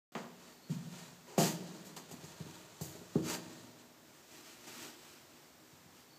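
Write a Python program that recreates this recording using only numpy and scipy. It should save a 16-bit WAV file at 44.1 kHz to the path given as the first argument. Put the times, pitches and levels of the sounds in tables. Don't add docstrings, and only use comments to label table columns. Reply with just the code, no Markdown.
import sys
import numpy as np
from scipy import signal
from scipy.fft import rfft, irfft
from scipy.io import wavfile

SR = 44100
rng = np.random.default_rng(int(sys.argv[2]) if len(sys.argv) > 2 else 0)


def to_wav(sig):
    pcm = np.clip(np.atleast_2d(sig), -1, 1) * 32767
    pcm = np.round(pcm).astype(np.int16)
    wavfile.write(sys.argv[1], SR, pcm.T)


N = 272538
TIME = np.arange(N) / SR
FREQ = np.maximum(np.arange(N // 2 + 1) * SR / N, 1)


def from_db(db):
    return 10 ** (np.asarray(db) / 20)


def unit_rms(x):
    return x / np.sqrt(np.mean(x ** 2) + 1e-20)


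def fade(t, t60):
    return np.exp(-np.log(1000) * np.maximum(t, 0) / t60)


def at_hz(points, hz, column=1):
    table = np.array(points)
    return np.interp(np.log(hz), np.log(table[:, 0]), table[:, column])


def colour(x, spectrum):
    return unit_rms(irfft(rfft(x) * from_db(at_hz(spectrum, FREQ)), N))


def butter(x, hz, kind, order=2):
    sections = signal.butter(order, np.clip(hz, 10, .45 * SR), kind, fs=SR, output="sos")
    return signal.sosfilt(sections, x + 1e-18)


def resonance(x, hz, width):
    r = np.exp(-np.pi * width / SR)
    feedback = [1, -2 * r * np.cos(2 * np.pi * hz / SR), r * r]
    return signal.lfilter(np.array([1, 0, -1]) * (1 - r * r) / 2, feedback, x + 1e-18)


def steep_resonance(x, hz, width):
    return resonance(resonance(x, hz, width), hz, 2 * width)


def drift(rate_hz):
    return unit_rms(irfft(rfft(rng.standard_normal(N)) / (1 + (FREQ / rate_hz) ** 2), N))


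def add(track, start, sound):
    i = max(int(start * SR), 0)
    track[i:i + len(sound)] += sound[:N - i]


def friction(rough_db, rough_hz):
    return rng.standard_normal(N) * from_db(rough_db * drift(rough_hz))


def swells(strokes):
    power = 0
    for middle, length, db in strokes:
        from_middle = 2 * np.arccosh(2) * abs(TIME - middle) / length
        power += (from_db(db) / np.cosh(np.minimum(from_middle, 20))) ** 2
    return np.sqrt(power)


def wall_echo(x, early_t60=0.18):
    # frequency in Hz, early level in dB, tail level in dB, tail t60 in seconds.
    reverb = [(89, -2, -8, 2.3), (173, -11, -11, 1.1), (350, 0.5, -6.5, 2.4), (696, 0.5, -4, 1.1),
              (1500, -1.5, -8, 0.79), (4040, -11.5, -8, 1.4), (12000, -3.5, -18, 0.27)]
    t = TIME[:int(1.5 * SR)]
    build_up = 1 - fade(t, 0.015)
    edges = 60 * 2 ** np.arange(0, 8.1, .5)
    white = rng.standard_normal((2, len(t)))
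    response = 0
    for k, (low, high) in enumerate(zip(edges, edges[1:])):
        band = butter(white[k % 2], [low, high], "band")
        early_db, tail_db, tail_t60 = (at_hz(reverb, np.sqrt(low * high), c) for c in (1, 2, 3))
        for db, t60 in ((early_db, early_t60), (tail_db, tail_t60)):
            part = band * build_up * fade(t, t60)
            response += from_db(db) * part * np.sqrt(2 * (high - low) / SR / np.sum(part ** 2))
    return signal.fftconvolve(x, response)[:N]


def ventilation(air_db=-61.5):
    # pitch in Hz, level in dB.
    hum_lines = [(151, -75), (250, -74.5), (313, -73.5)]
    # frequency in Hz, relative level in dB.
    air_eq = [(30, -29), (60, -16), (90, -12), (150, -10), (260, -7), (450, -10), (700, -10.5), (1200, -14),
              (2800, -19), (7500, -19.5), (10000, -29.5), (13500, -23), (15400, -26)]
    hum = sum(from_db(db + 2.6 * drift(5.3)) * np.sin(2 * np.pi * hz * TIME + 1.87 * drift(1.06))
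              for hz, db in hum_lines)
    return from_db(air_db) * colour(rng.standard_normal(N), air_eq) + hum


def whistles():
    # start and length in seconds, pitch and width in Hz, level at the crest in dB.
    cues = [(0.42, 0.18, 4530, 100, -70.5), (0.56, 0.26, 4370, 130, -68.5), (6.085, 0.11, 4490, 70, -66)]
    out = np.zeros(N)
    for start, length, hz, width, db in cues:
        tone = unit_rms(resonance(resonance(rng.standard_normal(N), hz, width), hz, width))
        out += from_db(db) * tone * np.sin(np.pi * np.clip((TIME - start) / length, 0, 1))
    return out


def jeans():
    # frequency in Hz, relative level in dB.
    denim_eq = [(240, -8), (400, -0.5), (543, -5), (642, -3), (1130, -5.5), (1530, -6.5), (2210, -9),
                (4520, -6.5), (5190, -11), (7040, -6), (9990, -19.5), (13600, -19.5), (15300, -24)]
    # middle of the brush in seconds, length in seconds, level in dB.
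    brushes = [(0.47, 0.14, -60), (0.76, 0.11, -60), (0.99, 0.26, -55.5), (1.73, .2, -57.5),
               (1.89, 0.063, -59.5), (2.27, 0.83, -59.5), (2.53, 0.18, -57.5), (2.9, 0.33, -57.5),
               (3.17, 0.14, -58), (3.5, 0.35, -57.5), (3.8, 0.063, -64)]
    return swells(brushes) * colour(friction(rough_db=1.5, rough_hz=60), denim_eq)


def sock():
    # frequency in Hz, relative level in dB.
    sock_eq = [(260, -31), (450, -18), (492, -2), (632, 1.5), (928, -1), (1040, 0.5), (3200, 0.5),
               (3660, -1), (4240, 0), (7770, -1), (9840, -11.5), (12800, -8), (15300, -12)]
    # pitch in Hz, width in Hz, level against the rub in dB.
    cavity_modes = [(121, 107, -16.5), (238, 17, -12.5), (326, 50, -7.5), (402, 77, -23)]
    # middle of the slide in seconds, length in seconds, rub level in dB.
    slides = [(4.16, .2, -66), (4.36, 0.13, -57), (4.49, 0.15, -57), (4.73, 0.21, -53.5), (4.83, .14, -51),
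              (5.08, 0.28, -59.5), (5.39, 0.24, -66), (5.73, 0.2, -69), (5.99, 0.096, -63.5)]
    rub = friction(rough_db=0.8, rough_hz=70)
    cavity = sum(from_db(db) * unit_rms(steep_resonance(rub, hz, width))
                 for hz, width, db in cavity_modes)
    return swells(slides) * (colour(rub, sock_eq) + cavity)


def scuffs():
    # frequency in Hz, relative level in dB.
    grit_eq = [(350, -47), (600, -14.5), (735, -6.5), (854, -5.5), (1070, -14), (1150, -7), (1750, -9),
               (2850, -9.5), (3690, -12.5), (4710, -8), (5110, -13), (6980, -7), (9790, -21.5),
               (13900, -19.5), (15300, -26)]
    # pitch in Hz, width in Hz, relative gain in dB.
    hollow_modes = [(340, 270, 3), (856, 380, -7.5)]
    # start in seconds, hiss level in dB, rise, hold and t60 in seconds, tilt in dB per octave.
    scrapes = [(0.148, -52.5, 0.0046, 0.029, 0.43, -3), (0.684, -56, 0.024, 0.025, 0.17, 1),
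               (1.258, -58, 0.028, 0.086, 0.11, -2), (1.376, -35.5, 0.0067, 0.079, 0.32, 1.9),
               (1.842, -57.5, 0.017, 0.013, 0.1, 7), (1.963, -47.5, 0.0013, 0.012, 0.11, 0.8),
               (2.111, -51, 0.001, 0.0087, 0.12, 3.5), (2.235, -57.5, 0.004, 0.024, 0.3, 1.5),
               (2.808, -47.5, 0.004, 0.012, 0.47, 6.5), (3.214, -41, 0.088, 0.049, 0.11, 0.5),
               (4.668, -54, 0.0045, .012, 0.15, 0)]
    slips = friction(rough_db=1.5, rough_hz=252)
    grit = colour(slips, grit_eq)
    grit += from_db(-10) * resonance(grit, 4760, 110)
    hollow = unit_rms(sum(from_db(db) * steep_resonance(slips, hz, width)
                          for hz, width, db in hollow_modes))
    grit_spectrum, out = rfft(grit), np.zeros(N)
    for start, db, rise, hold, t60, tilt in scrapes:
        stroke = np.clip((TIME - start) / rise, 0, 1) * fade(TIME - start - rise - hold, t60)
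        hiss = unit_rms(irfft(grit_spectrum * from_db(tilt * np.log2(FREQ)), N))
        hollow_db = -7.5 - 3 * tilt
        out += from_db(db) * stroke * (hiss + from_db(hollow_db) * hollow)
    return out


def standing_waves(at_back, at_front):
    # pitch in Hz, gain in dB when struck at the back, the same at the front, t60 in seconds.
    modes = [(91.8, -22, -7, 1.0), (115, -54.5, -11.5, 1.6), (156, -22.5, -14, 1.3), (159.6, -17, -17, 1.7),
             (178.24, -9.5, -9.5, 1.16), (225.4, -17, -50, 0.53), (244, -7.5, -7.5, 2.45),
             (235.4, -40, -21, 0.41), (315.6, -5.5, 2.5, 0.89), (338, -42, -26, 0.9),
             (341.5, -17, -0.5, 1.2), (400, -17, -6, 0.35), (408, -23, -4.5, 0.63), (450, -10, -58, 0.33),
             (514, -4.5, -1.5, 0.58), (540, -3, -37, 0.23), (622, -43, 9, 2.7), (686, -6.5, -16, 0.14),
             (697, -35, -28, 0.27), (678, -33, -55, 0.26), (750, -52, -14, 0.35), (825, -45, -51, 0.24),
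             (854, -35, -18, 0.99), (930, -29, -10, .7)]
    ring = np.zeros(N)
    for hz, back_db, front_db, t60 in modes:
        drive = from_db(back_db) * at_back + from_db(front_db) * at_front
        ring += resonance(drive, hz, width=np.log(1000) / np.pi / t60)
    return ring


def footfalls():
    # start in seconds, clack level in dB, clack low-pass in Hz,
    # thump level in dB, thump pitch in Hz.
    knocks = [(0.152, -30, 3030, -38, 202.5), (0.242, -46, 1500, -61, 193.6), (0.694, -45, 450, -30.5, 161),
              (0.714, -72, 350, -37, 217), (0.865, -58, 400, -41.5, 172.3), (1.379, -21.5, 760, -23, 182),
              (1.411, -27.5, 820, -30.5, 188), (1.967, -48, 1500, -51.5, 208),
              (2.112, -44.5, 1000, -47, 139), (2.135, -56, 506, -44, 230.3), (2.232, -50, 600, -44.5, 147),
              (2.401, -47, 497, -36, 159), (2.461, -50, 450, -49, 240), (2.81, -39.5, 770, -33.5, 151.5),
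              (2.857, -57, 600, -49, 150), (2.951, -45.5, 513, -53, 350), (3.013, -45.5, 600, -49, 177),
              (3.154, -24, 440, -24, 186), (3.157, -37.5, 1300, -28, 138.4), (3.638, -55, 584, -57.5, 166),
              (4.677, -57, 370, -52, 286), (4.85, -66, 370, -48.5, 320), (5.726, -75, 400, -56, 138),
              (5.854, -73, 400, -52, 150)]
    # pitch in Hz, width in Hz, relative gain in dB.
    sole_modes = [(240, 196, 2), (400, 132, 5), (708, 265, 0.5), (1136, 285, 3.5), (1780, 1300, -1),
                  (3080, 890, 1.5), (5070, 1800, 0.5)]
    # time in seconds, place from 0 (back) to 1 (front).
    walk = [(1.4, 0), (2.4, 0.86), (3.1, 1)]
    echo_send_db, modes_send_db, thump_cycles = (4.5, -1.0), (21, 16.5), (4.68, 2.62)
    direct, to_walls, at_back, at_front = np.zeros((4, N))
    t = TIME[:SR // 5]
    click = 1. * (t == 0)
    wood = sum((-1) ** k * from_db(db) * resonance(click, hz, width)
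               for k, (hz, width, db) in enumerate(sole_modes))
    for start, clack_db, top_hz, thump_db, thump_hz in knocks:
        place = np.interp(start, *np.transpose(walk))
        echo_db, modes_db, cycles = (np.interp(place, [0, 1], ends)
                                     for ends in (echo_send_db, modes_send_db, thump_cycles))
        clack = butter(wood, top_hz, "low", order=4)
        length = cycles / thump_hz
        flex = np.sin(np.pi * np.minimum(t / length, 1)) ** 2
        thump = flex * np.cos(2 * np.pi * thump_hz * (t - length / 2))
        blow = from_db(clack_db) * clack / abs(clack).max() - from_db(thump_db) * thump
        blow = butter(blow, 84, "high", order=3)
        add(direct, start, blow)
        add(to_walls, start, from_db(echo_db) * blow)
        add(at_back, start, from_db(modes_db) * (1 - place) * blow)
        add(at_front, start, from_db(modes_db) * place * blow)
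    return direct + wall_echo(to_walls) + standing_waves(at_back, at_front)


def scene(echo_db=-4):
    textures = scuffs() + jeans() + sock() + whistles()
    return (footfalls() + textures + from_db(echo_db) * wall_echo(textures) + ventilation())[None]


def record(dry):
    opens_s, low_cut_hz, high_cut_hz = .12, 45, 15400
    thin = butter(dry, low_cut_hz, "high") * (TIME >= opens_s)
    return signal.sosfilt(signal.ellip(12, .1, 70, high_cut_hz, fs=SR, output="sos"), thin)


dry = scene()
out = record(dry)
to_wav(out)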